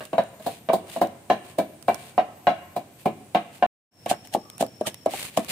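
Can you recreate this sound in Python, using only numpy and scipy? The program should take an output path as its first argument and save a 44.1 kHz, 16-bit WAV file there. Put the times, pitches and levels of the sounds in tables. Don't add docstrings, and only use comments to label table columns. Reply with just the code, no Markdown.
import sys
import numpy as np
from scipy import signal
from scipy.fft import rfft, irfft
from scipy.io import wavfile
from scipy.ndimage import uniform_filter1d, minimum_filter1d

SR = 44100
rng = np.random.default_rng(int(sys.argv[2]) if len(sys.argv) > 2 else 0)


def wav_out(sig):
    wavfile.write(sys.argv[1], SR, np.round(np.clip(np.atleast_2d(sig).T, -1, 1) * 32767).astype(np.int16))


N = 242991
TIME = np.arange(N) / SR
FAR_UNTIL_S, NEAR_FROM_S = 3.664, 3.91


def amp(db):
    return 10 ** (np.asarray(db) / 20)


def unit_rms(x):
    return x / np.sqrt(np.mean(x ** 2) + 1e-20)


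def curve_at(points, hz):
    f, value = np.transpose(points)
    return np.interp(np.log(hz + 1), np.log(f), value)


def add(mix, s, sound):
    part = mix[:, max(round(s * SR), 0):][:, :sound.shape[-1]]
    part += sound[..., :part.shape[-1]]


def colour(x, points):
    return irfft(rfft(x) * amp(curve_at(points, np.fft.rfftfreq(x.shape[-1], 1 / SR))), x.shape[-1])


def gate(start, end, ramp_s):
    return np.clip(np.minimum(TIME - start, end - TIME) / ramp_s, 0, 1)


def band_noise(hz, width_hz):
    f = np.fft.rfftfreq(N, 1 / SR)
    return unit_rms(irfft(rfft(rng.standard_normal((2, N))) / (1 + (2 * (f - hz) / width_hz) ** 4), N))


# f/Hz, coherence
COHERENCE = [(30, 0.6), (130, 0.98), (300, 0.95), (700, 0.69), (1200, 0.4), (2500, 0.04), (5000, 0),
             (15000, 0)]
def diffuse(x):
    angle = np.arccos(np.clip(curve_at(COHERENCE, np.fft.rfftfreq(x.shape[-1], 1 / SR)), 0, 1)) / 2
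    mid, side = rfft(x) * np.array([np.cos(angle), np.sin(angle)])
    return irfft(np.array([mid + side, mid - side]), x.shape[-1])


# f/Hz, relative density/dB
AIR_SPECTRUM = [(25, 19), (55, 0.5), (100, 16), (160, 12), (350, 6), (700, -2.5), (1200, -7.5), (2500, -7),
                (5500, -12.5), (8500, -8.5), (11000, -14), (15000, -13.5)]
def night_air(level_db=-50.5):
    return amp(level_db) * unit_rms(diffuse(colour(rng.standard_normal((2, N)), AIR_SPECTRUM)))


# start t/s, end t/s, f/Hz, bandwidth/Hz, level/dB, pulse rate/Hz
TRILLS = [(0, .45, 7000, 500, -68, 9), (.7, 3.6, 7850, 300, -72.5, 3.4), (0, 2.1, 8700, 807, -66, 1.7),
          (1.65, 2.2, 9200, 800, -67, 17), (3.15, 3.45, 9440, 350, -67, 42),
          (3.85, 5.15, 5430, 260, -58, 52)]
def crickets():
    out = np.zeros((2, N))
    for start, end, hz, width_hz, db, pulse_hz in TRILLS:
        pulses = unit_rms(2.5 + np.sin(2 * np.pi * (pulse_hz * TIME + rng.random())))
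        out += amp(db) * pulses * band_noise(hz, width_hz) * gate(start, end, ramp_s=0.028)
    return out


CALLS = [.36, .61, 1.65, 2.38, 2.65, 2.95]
def bush_cricket(gap_s=0.073, half_width_s=0.032, left_db=-59, right_db=-69):
    rasps = sum(np.exp(-((TIME - s - lag) / half_width_s) ** 2) for s in CALLS for lag in (0, gap_s))
    return amp([[left_db], [right_db]]) * rasps * band_noise(12910, width_hz=1800)


# centre t/s, duration/s, f/Hz, level/dB
SQUEAK_NOTES = [(4.452, 0.043, 1170, -54), (4.52, 0.12, 1187, -58), (4.86, 0.029, 1250, -42)]
def squeaks():
    return sum(amp(db) * band_noise(hz, width_hz=220) * np.exp(-(2 * (TIME - s) / length) ** 2)
               for s, length, hz, db in SQUEAK_NOTES)


# t/s, level before filtering/dB, left minus right/dB
TICK_EVENTS = [(.053, -39, -7.5), (.237, -50, -10.5), (.543, -60, -4), (1.072, -44, 0), (1.826, -42, -10),
               (1.945, -40, -28), (4.273, -43.5, 6), (4.5, -38, -1), (4.581, -41, -8), (4.665, -41, -2),
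               (4.944, -34.5, -3), (5.447, -38, 7)]
def ticks(decay_s=0.0015):
    out, t = np.zeros((2, N)), np.arange(SR // 50) / SR
    for s, db, pan_db in TICK_EVENTS:
        gains = amp(db + np.array([[pan_db], [-pan_db]]) / 2)
        add(out, s, gains * rng.standard_normal((2, len(t))) * np.exp(-t / decay_s))
    return colour(out, [(150, 3), (1000, 8), (4000, 9), (9000, 8), (15000, 6)])


# delay t/s, level before filtering/dB
REFLECTIONS = [(.0157, -20), (.0243, -17.5), (.0335, -19), (.0515, -23), (.058, -26), (.108, -30),
               (.147, -32)]
# f/Hz, T60/s
PORCH_T60 = [(100, 1), (250, 0.67), (700, 1), (2800, 0.7), (4200, 0.35), (14000, 0.084)]
def porch(x, tail_db):
    hz, t, noise = signal.stft(rng.standard_normal((2, SR)), SR, nperseg=256)
    envelope = amp(-60 * t / curve_at(PORCH_T60, hz)[:, None]) * (1 - np.exp(-t / 0.023))
    tail = signal.istft(noise * envelope, SR, nperseg=256)[1]
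    tail = colour(diffuse(tail / np.linalg.norm(tail[0])),
                  [(150, -5), (350, 1), (700, -11.5), (1200, -1.5), (2600, 4.5), (5000, 5.5), (14000, 4.5)])
    walls = np.zeros_like(tail)
    for delay, db in REFLECTIONS:
        add(walls, delay, amp(db) * np.ones((2, 1)))
    walls = colour(walls, [(200, 5), (900, -5), (3000, -12.5), (10000, -2)])
    return signal.fftconvolve(x, walls + amp(tail_db) * tail, axes=1)[:, :N]


def scattered(x, t, wet_db, fade_s):
    taps = diffuse(rng.standard_normal((2, len(t))) * np.exp(-t / fade_s) * (1 - np.exp(-t / 0.0079)))
    y = x + amp(wet_db) * signal.fftconvolve(x, taps / np.linalg.norm(taps[0]), axes=1)[:, :len(t)]
    return y / np.sqrt(np.mean(y[:, :SR // 25] ** 2))


def crackle(envelope, spectrum, per_s, spread_db):
    sizes = amp(spread_db * np.minimum(rng.exponential(1, N), 4))
    occurs = rng.random(N) < per_s / SR
    bursts = unit_rms(sizes * occurs * rng.standard_normal((2, N)))
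    treble_power = np.mean(amp(curve_at(spectrum, np.linspace(4500, 15000, 50))) ** 2) * 10500 / (SR / 2)
    return diffuse(colour(bursts * envelope, spectrum)) / np.sqrt(treble_power)


# start t/s, end t/s, treble level/dB
DRAGS = [(-0.04, 0.099, -51.5), (0.394, 0.607, -50), (0.854, 1.025, -46), (1.415, 1.556, -53),
         (1.877, 2.146, -52.5), (2.963, 3.056, -52), (3.507, 3.607, -51), (5.079, 5.316, -39.5),
         (5.275, 5.54, -52), (5.479, 5.6, -23)]
# f/Hz, relative density/dB
DRAG_SPECTRUM = [(150, 10.5), (700, 6.5), (1400, 4.5), (1900, 10), (2500, 13), (4200, 8.5), (5800, 1.5),
                 (8500, 8.5), (11000, 3.5), (15000, 1)]
def dragging(clump_db=1.4):
    strokes = sum(amp(db) * gate(start, end, ramp_s=0.065) for start, end, db in DRAGS)
    clumps = amp(clump_db * unit_rms(uniform_filter1d(rng.standard_normal(N), size=300)))
    return crackle(strokes * clumps, DRAG_SPECTRUM, per_s=6000, spread_db=2.5)


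def surge(s, db, swell_s, fade_s):
    return amp(db) * np.exp(-np.maximum((s - TIME) / swell_s, (TIME - s) / fade_s))


# t/s, peak treble level/dB
JUICE_SQUEEZES = [(4.102, -25.5), (4.251, -49.5), (4.34, -34.5), (4.611, -29.5), (4.872, -28.5),
                  (5.38, -33.5)]
# f/Hz, relative density/dB
FAR_SPLAT = [(150, -0.5), (600, 29.5), (1300, 6.5), (2500, -2), (4000, 10), (5600, -3), (8500, 3),
             (11000, -0.5), (15000, 3)]
NEAR_SPLAT = [(150, 14.5), (400, -0.5), (750, 26.5), (1250, -8), (1700, 12), (2200, 8), (3000, 15.5),
              (5500, 5.5), (8500, 10.5), (11000, 5.5), (15000, 0.5)]
def splats(blows):
    far = sum(surge(s, db, swell_s=0.0024, fade_s=0.018) for s, *_, db in blows if s < FAR_UNTIL_S)
    near = sum(surge(s, db, swell_s=0.0015, fade_s=0.0051) for s, *_, db in blows if s > FAR_UNTIL_S)
    juice = sum(surge(s, db, swell_s=0.0067, fade_s=0.013) for s, db in JUICE_SQUEEZES)
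    return (crackle(far, FAR_SPLAT, per_s=14000, spread_db=-0.2)
            + crackle(near + juice, NEAR_SPLAT, per_s=8300, spread_db=4))


def ring(modes, t, skew_rad):
    hz, db, t60 = np.transpose(modes)[:, :, None]
    detune, skew = rng.standard_normal((2, len(modes), 1))
    phase = 2 * np.pi * hz * (1 + 0.012 * detune) * t
    decay = amp(db - 60 * t / t60)
    return np.array([(decay * np.sin(phase + sign * skew_rad * np.tanh(skew))).sum(0) for sign in (1, -1)])


# f/Hz, relative density/dB
STEP_SPECTRUM = [(45, -53.5), (75, -25.5), (100, -14), (140, -10.5), (175, -3.5), (205, 4), (250, 1.5),
                 (340, -2), (450, -3.5), (600, -12.5), (1000, -16), (2000, -72.5)]
def step_thump(t, far):
    spectrum = [(f * (1 if far else 1.15), db) for f, db in STEP_SPECTRUM]
    rumble = diffuse(colour(rng.standard_normal((2, len(t))), spectrum))
    envelope = (1 - np.exp(-t / 0.0023)) * np.exp(-t / (0.017 if far else 0.011))
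    return scattered(rumble * envelope, t, wet_db=-20.5, fade_s=0.045)


# f/Hz, relative level/dB, T60/s
CONTACT_MODES = [(1112, 1.5, 0.034), (1290, -2, 0.027), (1578, -3, 0.026), (1699, 1, 0.02),
                 (1900, -17, 0.012), (2303, -2.5, 0.028), (2775, -8.5, 0.051), (2847, -9, 0.024),
                 (3830, -5.5, 0.026), (3970, -12, 0.016), (4200, -42, 0.0051)]
def pestle_clack(t, far, favoured_hz, boost_db=7):
    grit_decay = np.exp(-t / 0.0081) + amp(-11 if far else -18) * np.exp(-t / 0.019)
    grit = rng.standard_normal((1, len(t))) * grit_decay
    modes = [(f, db + boost_db * np.exp(-(np.log(f / favoured_hz) / 0.14) ** 2), t60)
             for f, db, t60 in CONTACT_MODES]
    wood = signal.fftconvolve(grit, ring(modes, t, skew_rad=1.05), axes=1)[:, :len(t)]
    noise = colour(rng.standard_normal((2, len(t))),
                   [(400, -7), (1100, 10), (2900, 8), (4300, -11), (6000, -47.5), (15000, -37)])
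    crack = diffuse(noise) * np.exp(-t / 0.0092)
    return scattered(unit_rms(wood) + amp(-3) * unit_rms(crack), t, wet_db=-2 if far else -6, fade_s=0.02)


# multiple of its pitch, relative level/dB, share of its T60
CAVITY_MODES = [(1.003, 3, 0.79), (0.828, -4, 0.69), (0.929, -6.5, 1), (1.1, -6, 0.83), (1.25, -11.5, 0.59),
                (1.451, -9.5, 0.6)]
def bowl_knock(t, far, hz, clack_db, usual_clack_db=-21.5, doubling_db=22):
    t60 = (0.088 if far else 0.034) * 2 ** ((clack_db - usual_clack_db) / doubling_db)
    modes = [(hz * ratio, db, t60 * share) for ratio, db, share in CAVITY_MODES]
    cushion = 1 - np.exp(-t / 0.0025)
    hollow = cushion * ring(modes, t, skew_rad=0.38)
    if not far:
        hollow = signal.sosfilt(signal.butter(4, 1000, fs=SR, output="sos"), hollow)
    return scattered(hollow, t, wet_db=-10 if far else -14, fade_s=0.018)


# t/s, knock level/dB, thump re knock/dB, nominal clack re knock/dB, bowl f/Hz, splat level/dB
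PESTLE_BLOWS = [(.006, -40.5, -10.5, -3, 619, -59), (.131, -27.5, -7, -13.5, 664, -53),
                (.181, -16.5, -17.5, -17.5, 675, -49), (.398, -46.5, -4, -14.5, 645, -59),
                (.466, -27.5, -9, -20, 686, -37), (.688, -23, -11.5, -11.5, 665, -67),
                (.7004, -21, -46, -40, 652, -66.5), (.734, -20.5, -8, -27.5, 714, -33),
                (.962, -29, -10.5, -18.5, 668, -54.5), (1.0153, -18, -9, -18.5, 709, -36.5),
                (1.3006, -16, -10, -13.5, 719, -45), (1.586, -21.5, -6.5, -17.5, 678.3, -36),
                (1.8832, -16.5, -13.5, -15.5, 708, -40), (2.179, -14, -17.5, -18, 711, -55.5),
                (2.4697, -13.5, -16, -12.5, 719.3, -58), (2.7645, -26.5, -11, -21.5, 699, -42),
                (3.058, -21, -4, -17.5, 711, -43), (3.3479, -17.5, -11, -12, 730, -47.5),
                (3.6245, -15, -17, -14.5, 711.5, -60), (4.0613, -30.5, -8, -12.5, 682, -39),
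                (4.112, -21, -9, -16.5, 721, -37), (4.348, -23, -7.5, -26, 772, -45),
                (4.365, -34, -2, -40, 680, -72), (4.608, -27.5, -3, -19, 708, -36.5),
                (4.6256, -23, -7.5, -32, 673, -48), (4.8113, -26, -7.5, -26, 598, -45.5),
                (4.872, -35, -4, -11, 620, -46), (5.0612, -17.5, -14.5, -26.5, 652, -37),
                (5.137, -34, -7, -17, 790, -47), (5.374, -17.5, -4, -20, 673, -24)]
def pounding(clack_lift_db=1):
    out = splats(PESTLE_BLOWS) + dragging()
    t = np.arange(SR // 4) / SR
    for s, knock_db, thump_db, clack_db, hz, _ in PESTLE_BLOWS:
        far = s < FAR_UNTIL_S
        favoured_hz = 1400 * (2400 / 1400) ** rng.random()
        knock = bowl_knock(t, far, hz, clack_db)
        thump = amp(thump_db) * step_thump(t, far)
        clack = amp(clack_db + clack_lift_db) * pestle_clack(t, far, favoured_hz)
        add(out, s, amp(knock_db) * (knock + thump + clack))
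    return out


def scene():
    mortar = pounding()
    far = TIME < FAR_UNTIL_S
    turn = np.searchsorted([s for s, *_ in PESTLE_BLOWS], TIME + 0.01) % 4
    far_reverb = sum(porch(mortar * far * (turn == k), tail_db=-23) for k in np.unique(turn))
    near_reverb = amp(-7.5) * porch(mortar * ~far, tail_db=-23.5)
    pounded = mortar + far_reverb + near_reverb
    return pounded + ticks() + squeaks() + night_air() + crickets() + bush_cricket()


def limiter(x, ceiling_db=-6, recovery_db_per_s=299):
    over_db = np.maximum(20 * np.log10(abs(x).max(0) + 1e-9) - ceiling_db, 0)
    recovery_db = TIME * recovery_db_per_s
    gain_db = recovery_db - np.maximum.accumulate(over_db + recovery_db)
    return x * amp(uniform_filter1d(minimum_filter1d(gain_db, size=65), size=65))


# f/Hz, left minus right/dB
MIC_BALANCE = [(100, -0.5), (700, 0), (1200, -1), (2200, 0), (6500, 4.5), (7800, 0), (8900, -9), (9900, -7),
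               (11300, 1.5), (14500, 4.5)]
def record(dry, low_hz=80, high_hz=15600, fade_in_s=0.13):
    thinned = signal.sosfilt(signal.butter(3, low_hz, "highpass", fs=SR, output="sos"), dry)
    gain = (TIME < FAR_UNTIL_S) + np.clip((TIME - NEAR_FROM_S) / fade_in_s, 0, 1)
    sides = [colour(x, [(hz, sign * db / 2) for hz, db in MIC_BALANCE])
             for x, sign in zip(thinned * gain, (1, -1))]
    low_pass = signal.firwin(401, high_hz, window=("kaiser", 8), fs=SR)
    return signal.oaconvolve(limiter(np.array(sides)), low_pass[None], "same")


dry = scene()
out = record(dry)
wav_out(out)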